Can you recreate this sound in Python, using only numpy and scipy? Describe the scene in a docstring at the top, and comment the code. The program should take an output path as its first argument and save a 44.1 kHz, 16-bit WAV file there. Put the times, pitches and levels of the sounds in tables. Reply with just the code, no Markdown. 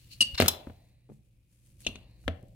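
"""A quiet room, a stereo pair close to a plastic storage bin, where clothes on hangers are shifted about.
A hook squeaks as it sticks and slips; plastic hangers scrape, snap free and clack together, and their
wire hooks sing on faintly. Struck or bumped, the bin answers with hollow knocks and a thump of its wall.
Fabric rustles softly in between, over a low room hum. The treble sits a little to the left."""
import sys
import numpy as np
from scipy import signal
from scipy.fft import rfft, irfft, next_fast_len
from scipy.io import wavfile
from scipy.ndimage import map_coordinates

SR = 44100
rng = np.random.default_rng(int(sys.argv[2]) if len(sys.argv) > 2 else 0)


def transcribe(u):
    """Save the signal u as a 16-bit wav file named by the first command-line argument.

    u: samples, shape (n,) or (channels, n), limited to [-1, 1]; the rate is SR.
    q: integer samples, one column per channel.
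    """
    v = np.clip(np.atleast_2d(u).T, -1, 1)
    q = np.round(v * 32767).astype(np.int16)
    wavfile.write(sys.argv[1], SR, q)


N = 112454
NOW = np.arange(N) / SR  # seconds into the scene
T = np.arange(2 ** 15) / SR  # seconds into one event

# The room's decay. Each row: frequency in Hz, t60 in seconds.
ROOM_DECAY = [(100, .45), (350, .42), (650, 0.78), (1300, 0.29), (2700, 0.38), (6000, 0.18), (14000, 0.18)]
# How alike the two microphones hear noise. Each row: frequency in Hz, correlation.
MIC_LIKENESS = [(35, .7), (120, .96), (400, .94), (900, 0), (2000, .2), (6000, 0), (15000, 0.017)]
# Loudness of the hum with handling rumble, and of dragged cloth. Each row: time in seconds, level in dB.
RUMBLE_LEVEL = [(0, -59.5), (.3, -55.5), (.85, -62.5), (.98, -63.5), (1.25, -62.5), (1.5, -67.5),
                (1.78, -58), (2.1, -57.5), (2.55, -56.5)]
DRAG_LEVEL = [(0, -66), (.09, -65), (.14, -64.5), (.18, -64), (.36, -56.5), (.6, -66.5), (.88, -79),
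              (.98, -85), (2.55, -77.5)]

# The colour of each noise. Each row: frequency in Hz, relative spectral level in dB.
RUMBLE_SPECTRUM = [(12, -48), (20, -8.5), (60, 1.5), (86, -7.5), (116, -7.5), (198, -11.5), (216, -18.5),
                   (347, -21), (422, -37), (513, -24), (825, -45), (2530, -37.5), (5230, -40), (12400, -31),
                   (16000, -43.5)]
HISS_SPECTRUM = [(300, 7.5), (1300, -1), (1900, 0), (2500, 13), (3200, -3), (6000, -7.5),
                 (10000, 3), (15500, -14)]
DRAG_SPECTRUM = [(200, -2), (800, -6), (1500, -2), (2700, 7), (4200, 4.5), (6500, 2), (10000, 2),
                 (15000, 1.5)]
SWISH_SPECTRUM = [(300, -15), (1500, -7), (2500, -2), (4000, -4.5), (7000, -0.5), (10000, 2.5), (15500, -9)]
SLIDE_SPECTRUM = [(1000, -38), (2000, -31.5), (2500, -10.5), (2850, -3.5), (3300, -18), (3900, -10),
                  (4250, 1), (4700, -5.5), (5300, -13.5), (9000, -17.5), (15000, -24.5)]
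BUMP_SPECTRUM = [(60, 3.5), (220, 8.5), (450, 2.5), (900, -5), (1400, -9), (3000, -6), (10000, -36.5)]
KNOCK_SPECTRUM = [(60, -28), (250, 2), (650, 1.5), (900, -12.5), (1400, -2.5), (1800, -8), (2800, -4.5),
                  (5000, -15.5), (9000, -19), (15000, -21)]
SQUEAK_SPECTRUM = [(200, -16), (800, -27.5), (1500, -20.5), (2800, -2), (5000, -1), (7000, -4.5),
                   (8500, -0.5), (12000, -13), (15500, -21.5)]
SCRAPE_SPECTRUM = [(200, -18.5), (700, -8), (1500, -1.5), (2600, -4.5), (5000, 1.5), (6500, -11.5),
                   (11000, -19.5), (15000, -25)]
SNAP_SPECTRUM = [(200, -5.5), (800, 1.5), (1800, -5.5), (3300, -9), (5000, 3.5), (9000, -3.5), (12000, 1.5),
                 (14500, 2.5), (16000, -11)]
CLACK_SPECTRUM = [(200, 5.5), (1000, -21), (1900, -17), (2700, -1.5), (4000, -1.5), (5000, -16),
                  (9000, -19.5), (15000, -38)]

# How the parts ring. Each row: frequency in Hz, relative level in dB, t60 in seconds.
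BIN_MODES = [(182, -28, .2), (243, -15, .09), (448, -27, .09), (546, -30, .09), (595, -26, .09),
             (643, -22, .1), (686, -27, .1), (738, -26, .1), (1275, -20, .022), (1435, -20, .022),
             (2105, -23, .025)]
WIRE_MODES = [(547, -42.5, 1), (734, -47, 0.8), (983, -47, 0.89), (1955, -52.5, 1.9), (2500, -53.5, 2.3),
              (3950, -47.5, 1.6), (4420, -51.5, 1.6)]
HOOK_MODES = [(222, -20.5, .3), (546.8, -33.5, .8), (800, -42.5, .8), (1100, -34.5, .6), (2824, 0.5, .22),
              (2886, 0.5, .18), (2855, -11, .2), (4540, -7, .25), (5260, -19.5, .15), (5690, -15.5, .25),
              (8115, -13.5, .17), (8500, -16.5, .2), (9510, -20, .15)]
EDGE_MODES = [(2300, -13.5, .03), (2720, -6.5, .03), (3680, -6, .03), (4190, 0, 0.04), (5220, -10.5, .03)]
SNAP_MODES = [(2650, -19, .05), (3150, -15, .05), (3474, -7, .05), (3992, -6, .045), (5292, -12, .04),
              (6002, -12, .04), (7850, -14, .035), (9679, -13, .03), (10500, -16, .025), (12800, -16, .025),
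              (13660, -11, .025), (14200, -10, .025), (14900, -14, .025)]
CLACK_MODES = [(2704, -6, 0.034), (2870, -32, 0.021), (3010, -39, .04), (3250, -16, 0.051),
               (3510, -10.5, 0.032), (4180, -24, 0.099), (6250, -7, 0.013)]

# Light strokes of fabric, and a hook sliding over cloth or plastic. Each row: middle in seconds, half width in
# seconds, level in dB.
FABRIC_STROKES = [(.87, .06, -80.5), (1.14, 0.052, -77), (1.26, 0.035, -83), (1.539, .05, -74),
                  (1.68, 0.074, -71), (1.818, 0.017, -63), (1.889, 0.097, -67), (2.245, 0.057, -72),
                  (2.49, 0.17, -91)]
HOOK_SLIDES = [(.02, 0.088, -70.5), (.13, 0.021, -51), (1.85, 0.019, -60), (2.12, 0.3, -79)]
# The bin wall bulges under the load. Each row: middle in seconds, level in dB, frequency in Hz.
WALL_FLEXES = [(0.341, -34, 65.7), (2.269, -31, 59)]
# Hard knocks on the bin, and soft bumps of clothes against it.
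# Each row: start in seconds, level in dB, treble cutoff in Hz, wall thump in dB, thump pitch in Hz.
BIN_KNOCKS = [(0.401, -4.5, 15880, -23, 95.9), (0.4215, -6.5, 12000, -22.5, 86.9),
              (.461, -17, 14000, -33.5, 81.4), (1.865, -19.5, 550, -35, 87.7), (1.956, -33, 3270, -51, 180),
              (2.240, -48.5, 2000, -51, 109.9), (2.2795, -10, 2940, -25.5, 84.5)]
BIN_BUMPS = [(.670, -35.5, 800, -37.5, 83), (.698, -41, 1400, -46.5, 100), (1.091, -47.5, 600, -44, 109.9),
             (1.098, -44, 650, -44, 210.4), (1.117, -49.5, 700, -45.5, 144),
             (1.8862, -29.5, 386, -50, 107.5), (2.432, -45, 467, -65, 83)]
# A hook or a plastic edge rubs over plastic. Each row: start in seconds, length in seconds, level in dB.
HOOK_SQUEAKS = [(.2062, 0.0065, -12.5), (.2135, .015, -16)]
EDGE_SCRAPES = [(.3435, .013, -39), (.3765, 0.021, -26.5), (.405, 0.012, -25.5)]
# Contacts among the hangers. 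Each row: start in seconds, level in dB.
PILE_JOSTLES = [(.404, -28)]
HANGER_SNAPS = [(0.4074, -29.5), (0.4199, -26), (0.4803, -5)]
HANGER_CLACKS = [(1.848, -37), (1.8661, -14), (1.956, -34)]
CLIP_TICKS = [(1.805, -43), (1.815, -55), (1.826, -50), (1.889, -43.5), (2.2798, -37), (2.428, -60),
              (2.484, -58.5)]


def amp(db):
    return 10 ** (np.asarray(db) / 20)


def unit_rms(x):
    return x / np.sqrt(np.mean(x ** 2) + 1e-20)


def fade(t, t60):
    """Falls by 60 dB in t60 seconds."""
    return np.exp(-np.log(1000) * t / max(t60, 1e-4))


def along(points, hz):
    """Interpolates (Hz, value) points on a log frequency axis."""
    freqs, values = np.transpose(points)
    return np.interp(np.log(hz + 1), np.log(freqs + 1), values)


def filtered(x, response):
    """Shapes x by a gain that depends on frequency."""
    size = x.shape[-1]
    padded = next_fast_len(size + SR // 4)
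    return irfft(rfft(x, padded) * response(np.fft.rfftfreq(padded, 1 / SR)), padded)[..., :size]


def noise(spectrum, size=len(T)):
    """Noise of rms 1 at the two microphones: alike in the bass, unrelated in the treble."""
    def mid_side_gains(hz):
        angle = np.arccos(np.clip(along(MIC_LIKENESS, hz), -1, 1)) / 2
        return amp(along(spectrum, hz)) * [np.cos(angle), np.sin(angle)]
    mid, side = filtered(rng.standard_normal((2, size)), mid_side_gains)
    return unit_rms(np.array([mid + side, mid - side]))


def wobble(rate, size=len(T)):
    """A smooth random curve, rate knots a second."""
    return map_coordinates(rng.standard_normal(size // 8), [np.arange(size) * rate / SR], mode="wrap")


def pulse(spectrum):
    """One minimum-phase click of peak 1 with this spectrum."""
    cepstrum = irfft(along(spectrum, np.fft.rfftfreq(len(T), 1 / SR)) * np.log(10) / 20)
    cepstrum[1:len(T) // 2] *= 2
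    cepstrum[len(T) // 2:] = 0
    click = irfft(np.exp(rfft(cepstrum)))
    return click / np.abs(click).max()


def tone(hz, drift=0, lag_s=7e-5):
    """A mode at both microphones; it reaches the left one slightly later."""
    return np.sin(2 * np.pi * hz * (T - np.array([[lag_s], [0]])) + drift)


def ring(modes, chatter_rad, chatter_hz):
    """Free ringing, a little different at each blow; loose parts chatter and blur the pitches."""
    return sum(amp(db + rng.normal(0, 1.5)) * fade(T, t60) * tone(hz, chatter_rad * wobble(chatter_hz))
               for hz, db, t60 in modes)


def swells(rows):
    """Smooth strokes that rise and fall."""
    return sum(amp(db) * np.exp(-((NOW - s) / width) ** 2) for s, width, db in rows)


def add(out, start_s, x):
    i = round(start_s * SR)
    out[:, i:i + len(T)] += x[:, :N - i]


def at_mics(x, left_db, wet_db):
    """Close up, the treble favours the left microphone; the room answers, its treble dying first."""
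    tilt_db = np.array([[.5], [-.5]]) * left_db
    direct = filtered(x, lambda hz: amp(tilt_db * hz ** 2 / (hz ** 2 + 900 ** 2)))
    hz, t, bands = signal.stft(noise([(100, 0.0069), (15000, 0)]), SR, nperseg=256)
    decay = np.exp(-np.log(1000) * t / along(ROOM_DECAY, hz)[:, None])
    tail = signal.istft(bands * decay, SR, nperseg=256)[1][:, :len(T)] * (1 - fade(T, 0.057))
    reverb = signal.fftconvolve(direct, tail / np.linalg.norm(tail[0]), axes=1)[:, :N]
    return direct + amp(wet_db) * reverb


def room_tone(hum_hz=117.8, hiss_db=-84):
    """Behind everything: low rumble with a wavering hum line, and faint hiss."""
    hum = np.sin(2 * np.pi * hum_hz * NOW + .7 * wobble(27, N))
    rumble = filtered(noise(RUMBLE_SPECTRUM, N), lambda hz: 1 / (1 + (hz / 900) ** 4))
    level = amp(np.interp(NOW, *np.transpose(RUMBLE_LEVEL)))
    return level * (rumble + hum) + amp(hiss_db) * noise(HISS_SPECTRUM, N)


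def fabric(grain_db=2):
    """Cloth drags over the bin and brushes against itself in fine grains, taking hooks along."""
    drag = amp(np.interp(NOW, *np.transpose(DRAG_LEVEL))) * noise(DRAG_SPECTRUM, N)
    strokes = swells(FABRIC_STROKES) * noise(SWISH_SPECTRUM, N)
    slides = swells(HOOK_SLIDES) * noise(SLIDE_SPECTRUM, N)
    grain = amp(grain_db * wobble(300, N))
    return at_mics((drag + strokes + slides) * grain, left_db=3, wet_db=-13.5)


def wire_hooks(snap_db=-12, clack_db=-5, blur_rad=2.5):
    """Many loose hooks shiver after the hangers strike, each pitch a blurred cluster."""
    out = np.zeros((2, N))
    fade_out = 1 - fade(T[::-1], .3)
    for rows, coupling_db in (HANGER_SNAPS, snap_db), (HANGER_CLACKS, clack_db):
        for start, db in rows:
            shiver = sum(amp(level) * fade(T, t60) * tone(hz, blur_rad * wobble(350))
                         for hz, level, t60 in WIRE_MODES)
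            add(out, start, amp(db + coupling_db) * shiver * fade_out)
    return out


def wall_flexes(width_s=.011, lag_s=0.002):
    """A slow push of air as the bin wall gives, reaching the right microphone first."""
    t = NOW - np.array([[lag_s], [0]])
    return sum(amp(db) * np.cos(2 * np.pi * hz * (t - s)) * np.exp(-((t - s) / width_s) ** 2)
               for s, db, hz in WALL_FLEXES)


def bin_blows(rows, spectrum, click_db, crunch_db, crunch_t60, rattle_db, rattle_t60,
              thump_t60, thump_rise_s):
    """A click, a crunch, a short rattle and the bin's modes; cloth dulls them, then the wall thumps."""
    out = np.zeros((2, N))
    crunch = amp(crunch_db) * fade(T, crunch_t60)
    rattle = amp(rattle_db) * fade(T, rattle_t60)
    contact = (crunch + rattle) * (1 - fade(T, 0.001))
    click = -amp(click_db) * pulse(spectrum)
    for start, db, cutoff_hz, thump_db, thump_hz in rows:
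        body = amp(-1.5) * ring(BIN_MODES, chatter_rad=0.87, chatter_hz=76)
        blow = click + body + contact * noise(spectrum)
        dulled = signal.lfilter(*signal.butter(2, cutoff_hz, fs=SR), blow)
        thump = -tone(thump_hz, lag_s=.0008) * fade(T, thump_t60) * (1 - fade(T, thump_rise_s))
        add(out, start, amp(db) * dulled + amp(thump_db) * thump)
    return out


def hits(rows, modes, spectrum, crack_db, crack_t60, rise_s):
    """Hard plastic contacts: a noisy crack and the brief ringing of any modes given."""
    out = np.zeros((2, N))
    for start, db in rows:
        crack = amp(crack_db) * noise(spectrum) * fade(T, crack_t60)
        ringing = ring(modes, chatter_rad=1.1, chatter_hz=420)
        add(out, start, amp(db) * (ringing + crack) * (1 - fade(T, rise_s)))
    return out


def rubs(rows, modes, spectrum, grit_db, grit_t60, sag_t60, ring_db, rough_rad, release_s):
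    """Stick and slip drives the modes during contact, with grit on top; then they ring on weakly."""
    out = np.zeros((2, N))
    for start, length, db in rows:
        drive = fade(T, sag_t60) * fade(np.maximum(T - length, 0), release_s)
        squeal = 0
        for hz, level, t60 in modes:
            envelope = np.maximum(drive, amp(ring_db) * fade(T, t60))
            squeal += amp(level) * tone(hz, rough_rad * wobble(250)) * envelope
        grit = noise(spectrum) * amp(grit_db + 3.4 * wobble(1100)) * drive * fade(T, grit_t60)
        add(out, start, amp(db) * (squeal + grit) * (1 - fade(T, 0.019)))
    return out


def storage_bin():
    """The hollow bin takes hard knocks and padded bumps; the pile jostles after a heavy knock."""
    knocks = bin_blows(BIN_KNOCKS, KNOCK_SPECTRUM, click_db=-6.5, crunch_db=-7.5, crunch_t60=.016,
                       rattle_db=-30, rattle_t60=0.15, thump_t60=0.23, thump_rise_s=0.032)
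    bumps = bin_blows(BIN_BUMPS, BUMP_SPECTRUM, click_db=2.5, crunch_db=3.5, crunch_t60=0.036,
                      rattle_db=-24.5, rattle_t60=0.081, thump_t60=0.19, thump_rise_s=0.044)
    jostle = hits(PILE_JOSTLES, [], KNOCK_SPECTRUM, crack_db=-1, crack_t60=0.35, rise_s=.02)
    jostle *= amp(3 * wobble(500, N))
    return at_mics(knocks + jostle, left_db=5, wet_db=-19) + at_mics(bumps, left_db=4.5, wet_db=-19.5)


def hangers():
    """Hangers squeak and scrape, snap as they slip off an edge, and clack; clips and seams tick."""
    squeaks = rubs(HOOK_SQUEAKS, HOOK_MODES, SQUEAK_SPECTRUM, grit_db=-6, grit_t60=.09,
                   sag_t60=.17, ring_db=-33.5, rough_rad=.5, release_s=0.049)
    scrapes = rubs(EDGE_SCRAPES, EDGE_MODES, SCRAPE_SPECTRUM, grit_db=-2, grit_t60=0.34,
                   sag_t60=.2, ring_db=-32.5, rough_rad=.6, release_s=.009)
    snaps = hits(HANGER_SNAPS, SNAP_MODES, SNAP_SPECTRUM, crack_db=0.5, crack_t60=.028, rise_s=.027)
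    clacks = hits(HANGER_CLACKS, CLACK_MODES, CLACK_SPECTRUM,
                  crack_db=-8.5, crack_t60=.042, rise_s=.0038)
    ticks = hits(CLIP_TICKS, [], SWISH_SPECTRUM, crack_db=-1.5, crack_t60=.0092, rise_s=.0013)
    return (at_mics(squeaks, left_db=1.5, wet_db=-13)
            + at_mics(scrapes, left_db=3, wet_db=-14.5)
            + at_mics(snaps, left_db=3.5, wet_db=-14.5)
            + at_mics(clacks + ticks, left_db=4.5, wet_db=-18))


def scene():
    return storage_bin() + wall_flexes() + hangers() + wire_hooks() + fabric() + room_tone()


def record(dry):
    """The recorder: a low cut at 27 Hz and a steep band limit at 15950 Hz."""
    low_cut = signal.butter(2, 27, "high", fs=SR, output="sos")
    return filtered(signal.sosfilt(low_cut, dry), lambda hz: 1 / (1 + (hz / 15950) ** 160))


dry = scene()
out = record(dry)
transcribe(out)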